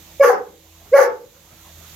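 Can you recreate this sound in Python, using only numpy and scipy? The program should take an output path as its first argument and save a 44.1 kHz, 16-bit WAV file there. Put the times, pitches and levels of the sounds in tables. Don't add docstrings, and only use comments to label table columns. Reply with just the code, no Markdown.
import sys
import numpy as np
from scipy import signal
from scipy.io import wavfile
from scipy.ndimage import uniform_filter1d, minimum_filter1d

SR = 44100
rng = np.random.default_rng(int(sys.argv[2]) if len(sys.argv) > 2 else 0)


def dump_mix(stems):
    frames = np.atleast_2d(stems).T
    limited = np.clip(frames, -1, 1)
    pcm = np.round(limited * 32767).astype(np.int16)
    wavfile.write(sys.argv[1], SR, pcm)


def elevation(decibels):
    levels = np.asarray(decibels, float)
    return 10 ** (levels / 20)


N = 85995

HUM_HZ = [50, 82, 163, 212, 325]
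# (width [Hz], level [dB])
HUM_LINES = [(16, -54), (5.9, -47), (30, -56), (5.1, -66), (2.7, -55)]
# (frequency [Hz], density [dB per Hz])
YARD_SPECTRUM = [(35, -8), (60, -17.5), (110, -8), (200, -11), (260, -18.5), (630, -14), (1200, -18.5),
                 (2600, -32.5)]
# (frequency [Hz], density [dB per Hz])
HISS_SPECTRUM = [(1180, -12.5), (2000, -4.5), (3250, -3.5), (3610, -1), (4980, -6.5), (6740, -0.5),
                 (8980, -14), (13600, -1), (15900, -12)]
# (frequency [Hz], likeness [0-1])
BACKGROUND_LIKENESS = [(60, 0.99), (160, 0.88), (300, 0.74), (600, .6), (1600, .55), (4000, 0.12),
                       (8000, 0.0086)]
# (frequency [Hz], left minus right [dB])
BACKGROUND_BALANCE = [(60, 2.5), (300, -2), (1000, -1.5), (3300, -3), (5500, -8), (9000, -2),
                      (15000, -18.5)]
# (time [s], level [dB])
STIR = [
    (0, -5),
    (0.902, -2.5),
    (1.5, -0.5),
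    (1.651, 1.5),
    (1.75, 0.5),
    (1.95, 3),
]
# (frequency [Hz], T60 [s])
SHED_T60 = [(250, 0.58), (480, 0.28), (1000, 0.32), (2000, 0.24), (4000, 0.46), (10000, .15)]
# (frequency [Hz], likeness [0-1])
SHED_LIKENESS = [(250, 0.69), (500, 0.7), (800, 0.5), (2000, 0.053)]
# (delay [s], left [dB], right [dB])
WALLS = [
    (.016, -6, -13.5),
    (.024, -11.5, -10.5),
    (.033, -6.5, -9),
    (.045, -14, -5),
]
# (start [s], rise [s], hold [s], fall [s], level [dB])
PUFFS = [
    (0.205, 0.032, 0.068, 0.092, -34),
    (0.926, 0.047, 0.087, 0.058, -31),
]
# (frequency [Hz], density [dB per Hz])
PUFF_SPECTRUM = [(1530, -43), (2600, -19), (3800, -13), (5070, -3.5), (6410, -3), (7750, -18), (9160, -13),
                 (12000, -3), (15900, -11.5)]
# (frequency [Hz], left minus right [dB])
PUFF_BALANCE = [(2600, -10.5), (5500, -13.5), (9000, -20), (15000, -35.5)]
# (start [s], length [s], pitch [Hz], level [dB])
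GRUNTS = [
    (0.328, 0.048, 204.9, -38.5),
    (1.073, 0.046, 202, -48),
]
# (time [s], effort [dB], tone [Hz], mouth overtones [dB], rattle pitch [Hz], roughness [0-1])
BARK_A = [
    (.196, -26, 547, -39, 551.7, 0),
    (.212, -4.5, 562, -20.5, 555, 0),
    (.23, -11.5, 559, 4.5, 550.2, 0),
    (.241, -10.5, 541.5, 3, 595.4, 0.3),
    (.25, -9, 486, -0.5, 562.5, 0.2),
    (.28, -16, 477.4, -14, 575.2, 0),
    (.305, -11, 488.8, 0, 519.2, 0.4),
    (.325, -24, 430, -2, 448.2, 0.23),
    (.35, -31.5, 424, 7, 419, 0.3),
]
# (time [s], effort [dB], tone [Hz], mouth overtones [dB], rattle pitch [Hz], roughness [0-1])
BARK_B = [
    (.914, -45.5, 470, -39, 469.7, 0),
    (.928, -14.5, 489, -14, 495, 0),
    (.942, -1.5, 565, -16, 547, 0.12),
    (.966, -5.5, 561.4, -1, 555.8, 0),
    (.984, -10, 546, 1, 581.8, 0.27),
    (1.002, -6, 498, -5, 570.4, 0.35),
    (1.03, -13, 490.6, -1.5, 558.2, 0.41),
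    (1.055, -21.5, 473.7, -3.5, 451.2, 0.13),
    (1.085, -16.5, 460, -3, 443, 0.095),
]
# (frequency [Hz], width [Hz], level [dB])
THROAT = [(757, 137, 0), (1064, 392, -4), (1416, 250, 2), (1647, 227, 1.5), (1970, 253, -7),
          (2149, 135, -5), (2840, 410, -28)]
# (multiple of tone, level [dB])
CLOSED_OVERTONES = [(2, -23), (3, -22), (4, -20), (5, -38.5), (9, -36.5)]

YARD_DB, HISS_DB, HUM_WAVER = -47.5, -45, 0.45
SHED_DB, DOG_LEFT_DB, EAR_GAP_S = -5.5, -1.5, 0.0004
PUFF_TAIL_DB, PUFF_TAIL_S = -7.5, 0.05
CHEST_HZ, CHEST_WIDTH_HZ, CHEST_DB = 390, 40, -36
RISE_S, CLOSE_S = 0.0032, 0.014
BREAK_S = 0.0099
HALF_PITCH, RASP, RATTLE_WOBBLE, TONE_WOBBLE = 0.35, 5, 0.03, 0.032
HUSK, HUSK_WIDTH_HZ = 0.42, 104.5
THROAT_WIDEN, FLUTTER_DB = 1.7, 4
CLOSING_DB_PER_OCTAVE, CLOSING_PIVOT_HZ = -12.5, 1230
BASS_DUCK, CEILING = 0.18, 0.99


def evened(x):
    return x / np.sqrt(np.mean(x ** 2) + 1e-20)


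def smoothed(x, size):
    return uniform_filter1d(uniform_filter1d(x, size=size), size=size)


def read(points, hz):
    f, value = np.transpose(points)
    return np.interp(np.log(hz + 1), np.log(f + 1), value)


def resonate(x, hz, width_hz):
    turn = np.exp(2j * np.pi * np.cumsum(hz * np.ones(len(x))) / SR)
    r = np.exp(-np.pi * width_hz / SR)
    return 2 * (turn * signal.lfilter([1 - r], [1, -r], x / turn + 1e-18)).real


def resonate_twice(x, hz, width_hz):
    return resonate(resonate(x, hz, width_hz), hz, width_hz)


def noise(spectrum, likeness, balance, patchy_db, size):
    frames, hz = 4 * N // size + 5, np.fft.rfftfreq(size, 1 / SR)
    a, b, c, d, patches = rng.standard_normal((5, len(hz), frames))
    patches = uniform_filter1d(patches, size=size // 64, axis=0)
    patches = evened(uniform_filter1d(patches, size=8192 // size, axis=1))
    same, left = np.clip(read(likeness, hz), -1, 1)[:, None], a + 1j * b
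    z = np.array([left, same * left + np.sqrt(1 - same ** 2) * (c + 1j * d)])
    tilt = elevation(read(balance, hz))[:, None]
    z *= np.array([tilt, tilt ** 0]) / np.sqrt(1 + tilt ** 2)
    inside = ((hz >= spectrum[0][0]) & (hz <= 1.02 * spectrum[-1][0]))[:, None]
    z = z * inside * elevation(read(spectrum, hz)[:, None] + patchy_db * patches)
    x = signal.istft(z, nperseg=size, noverlap=3 * size // 4)[1][:, :N]
    return x / np.sqrt(np.mean(x.mean(0) ** 2))


def hum():
    t = np.arange(N) / SR
    total = np.zeros(N)
    for hz, (width_hz, db) in zip(HUM_HZ, HUM_LINES):
        waver = evened(resonate_twice(rng.standard_normal(N), hz, width_hz))
        total += elevation(db) * evened(HUM_WAVER * waver + np.sin(2 * np.pi * hz * t))
    return total


def yard():
    stir = elevation(np.interp(np.arange(N) / SR, *np.transpose(STIR)))
    murmur = noise(YARD_SPECTRUM, BACKGROUND_LIKENESS, BACKGROUND_BALANCE, patchy_db=3.3, size=2048)
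    hiss = noise(HISS_SPECTRUM, BACKGROUND_LIKENESS, BACKGROUND_BALANCE, patchy_db=-0.7, size=512)
    return stir * (elevation(YARD_DB) * murmur + hum()) + stir ** 0.99 * elevation(HISS_DB) * hiss


def shed(x):
    taps = np.zeros((2, SR))
    at = np.arange(900, SR - 20, 20) + rng.integers(0, 20, (2, (SR - 901) // 20))
    np.put_along_axis(taps, at, rng.choice([-1., 1.], at.shape), 1)
    hz, t, z = signal.stft(taps, SR, nperseg=256)
    same = np.clip(read(SHED_LIKENESS, hz), 0, 1)[:, None]
    z = np.array([z[0], same * z[0] + np.sqrt(1 - same ** 2) * z[1]])
    decay = elevation(-60 * t / read(SHED_T60, hz)[:, None])
    tail = signal.istft(z * decay, SR, nperseg=256)[1]
    tail = elevation(SHED_DB) * tail / np.linalg.norm(tail[0])
    for k, (delay_s, left_db, right_db) in enumerate(WALLS):
        tail[0, round(delay_s * SR)] += elevation(left_db)
        tail[1, round((delay_s + (-1) ** k * EAR_GAP_S) * SR)] += elevation(right_db)
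    return signal.fftconvolve(x[None], tail, axes=1)[:, :N]


def puff_shape(hold_scale):
    t = np.arange(N) / SR
    total = np.zeros(N)
    for start_s, rise_s, hold_s, fall_s, db in PUFFS:
        up = np.clip((t - start_s) / rise_s, 0, 1)
        down = np.clip(1 - (t - start_s - rise_s - hold_scale * hold_s) / fall_s, 0, 1)
        total += elevation(db) * (up * down) ** 2
    return total


def breath():
    air = noise(PUFF_SPECTRUM, [(1000, 0.11), (9000, 0.02)], PUFF_BALANCE, patchy_db=2.0, size=512)
    low = signal.sosfilt(signal.butter(4, 7500, fs=SR, output="sos"), air)
    top = signal.sosfilt(signal.butter(4, 7500, "high", fs=SR, output="sos"), air)
    r = np.exp(-1 / (PUFF_TAIL_S * SR))
    linger = elevation(PUFF_TAIL_DB) * signal.lfilter([1 - r], [1, -r], puff_shape(0.73))
    return (puff_shape(0.68) + linger) * low + puff_shape(0.7) * top


def grunt(start_s, length_s, pitch_hz, db):
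    u = np.clip((np.arange(N) / SR - start_s) / length_s, 0, 1)
    turn = 2 * np.pi * np.cumsum(pitch_hz * (1 - 0.051 * u)) / SR
    pulses = np.sin(turn) + np.sin(3 * turn / 2) + 0.76 * np.sin(2 * turn)
    return elevation(db) * np.sin(np.pi * u) ** 2 * pulses


def rattle(turns, rough, broken):
    whole = sum(np.cos(2 * np.pi * k * turns) for k in range(2, 7))
    halves = sum(np.cos(2 * np.pi * (k + 0.5) * turns) for k in range(6))
    bursts = 0.9 + np.exp(-(turns / 2 % 1) / 0.3)
    rasp = RASP * rough * rng.standard_normal(N) * bursts
    return (1 - rough) * (whole + 2 * HALF_PITCH * broken * halves) + rasp


def throat(drive, shut):
    total = np.zeros(N)
    for k, (hz, width_hz, db) in enumerate(THROAT):
        flutter = smoothed(rng.standard_normal(N), 400) * np.sqrt(600)
        closing_db = shut * CLOSING_DB_PER_OCTAVE * np.log2(hz / CLOSING_PIVOT_HZ)
        gain = (-1) ** k * elevation(db + FLUTTER_DB * flutter + closing_db)
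        total += gain * resonate_twice(drive, hz, THROAT_WIDEN * width_hz)
    return total


def bark(rows):
    s, effort_db, tone_hz, mouth_db, rattle_hz, rough = np.transpose(rows)
    t = np.arange(N) / SR

    def curve(values):
        return np.interp(t, s, values)

    broken = np.clip((t - s[1] - BREAK_S) / 0.02, 0, 1)
    shut = np.clip((t - s[0]) / (s[-1] - s[0]), 0, 1) ** 1.5
    shake, sway = [broken * evened(smoothed(x, 150)) for x in rng.standard_normal((2, N))]
    phase = 2 * np.pi * np.cumsum(curve(tone_hz) * (1 + TONE_WOBBLE * sway)) / SR
    turns = np.cumsum(curve(rattle_hz) * (1 + RATTLE_WOBBLE * shake)) / SR

    drive = rattle(turns, np.clip(curve(rough), 0, 1), broken)
    mouth = elevation(curve(mouth_db)) * (0.19 + 0.45 * broken) * throat(drive, shut)
    chest = elevation(CHEST_DB) * resonate_twice(drive, CHEST_HZ, CHEST_WIDTH_HZ)

    husk = resonate(rng.standard_normal(N), 0.946 * curve(tone_hz), HUSK_WIDTH_HZ)
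    husk = HUSK * broken * evened(resonate(husk, 0.974 * curve(tone_hz), HUSK_WIDTH_HZ))

    overtones = sum(elevation(db) * np.sin(round(k) * phase) for k, db in CLOSED_OVERTONES)
    closed = (1 - broken) * elevation(0.73 * (curve(effort_db) - effort_db.max())) * overtones
    shape = np.clip((t - s[0]) / RISE_S, 0, 1) ** 2 * np.clip(1 - (t - s[-1]) / CLOSE_S, 0, 1) ** 2
    voice = np.sqrt(2) * np.sin(phase) + husk + closed + mouth + chest
    return shape * elevation(curve(effort_db)) * voice


def scene():
    dog = elevation(5.0) * (bark(BARK_A) + bark(BARK_B) + sum(grunt(*row) for row in GRUNTS))
    direct = dog * elevation([[DOG_LEFT_DB], [0]])
    return direct + shed(dog) + elevation(6.0) * breath() + yard()


def low_pass(x):
    return signal.sosfilt(signal.butter(12, 16080, fs=SR, output="sos"), x)


def record(dry):
    dry = signal.sosfilt(signal.butter(3, 38, "high", fs=SR, output="sos"), dry)
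    power_db = 10 * np.log10(abs(uniform_filter1d((dry ** 2).mean(0), size=400)) + 1e-12)
    recovery_db = np.arange(N) * 18.5 / SR
    held_db = np.maximum.accumulate(power_db + recovery_db) - recovery_db
    over_db = np.maximum(held_db + 18.5, 0)
    lag = np.exp(-1 / (0.016 * SR))
    cut_db = 0.5 * signal.lfilter([1 - lag], [1, -lag], over_db)
    bass = signal.sosfiltfilt(signal.butter(2, 130, fs=SR, output="sos"), dry)
    ducked = (dry - bass + bass / elevation(BASS_DUCK * cut_db)) / elevation(cut_db)
    headroom = np.minimum(CEILING / (abs(ducked).max(0) + 1e-9), 1)
    limit = uniform_filter1d(minimum_filter1d(headroom, size=600), size=500)
    return low_pass(ducked * limit)


dry = scene()
out = record(dry)
dump_mix(out)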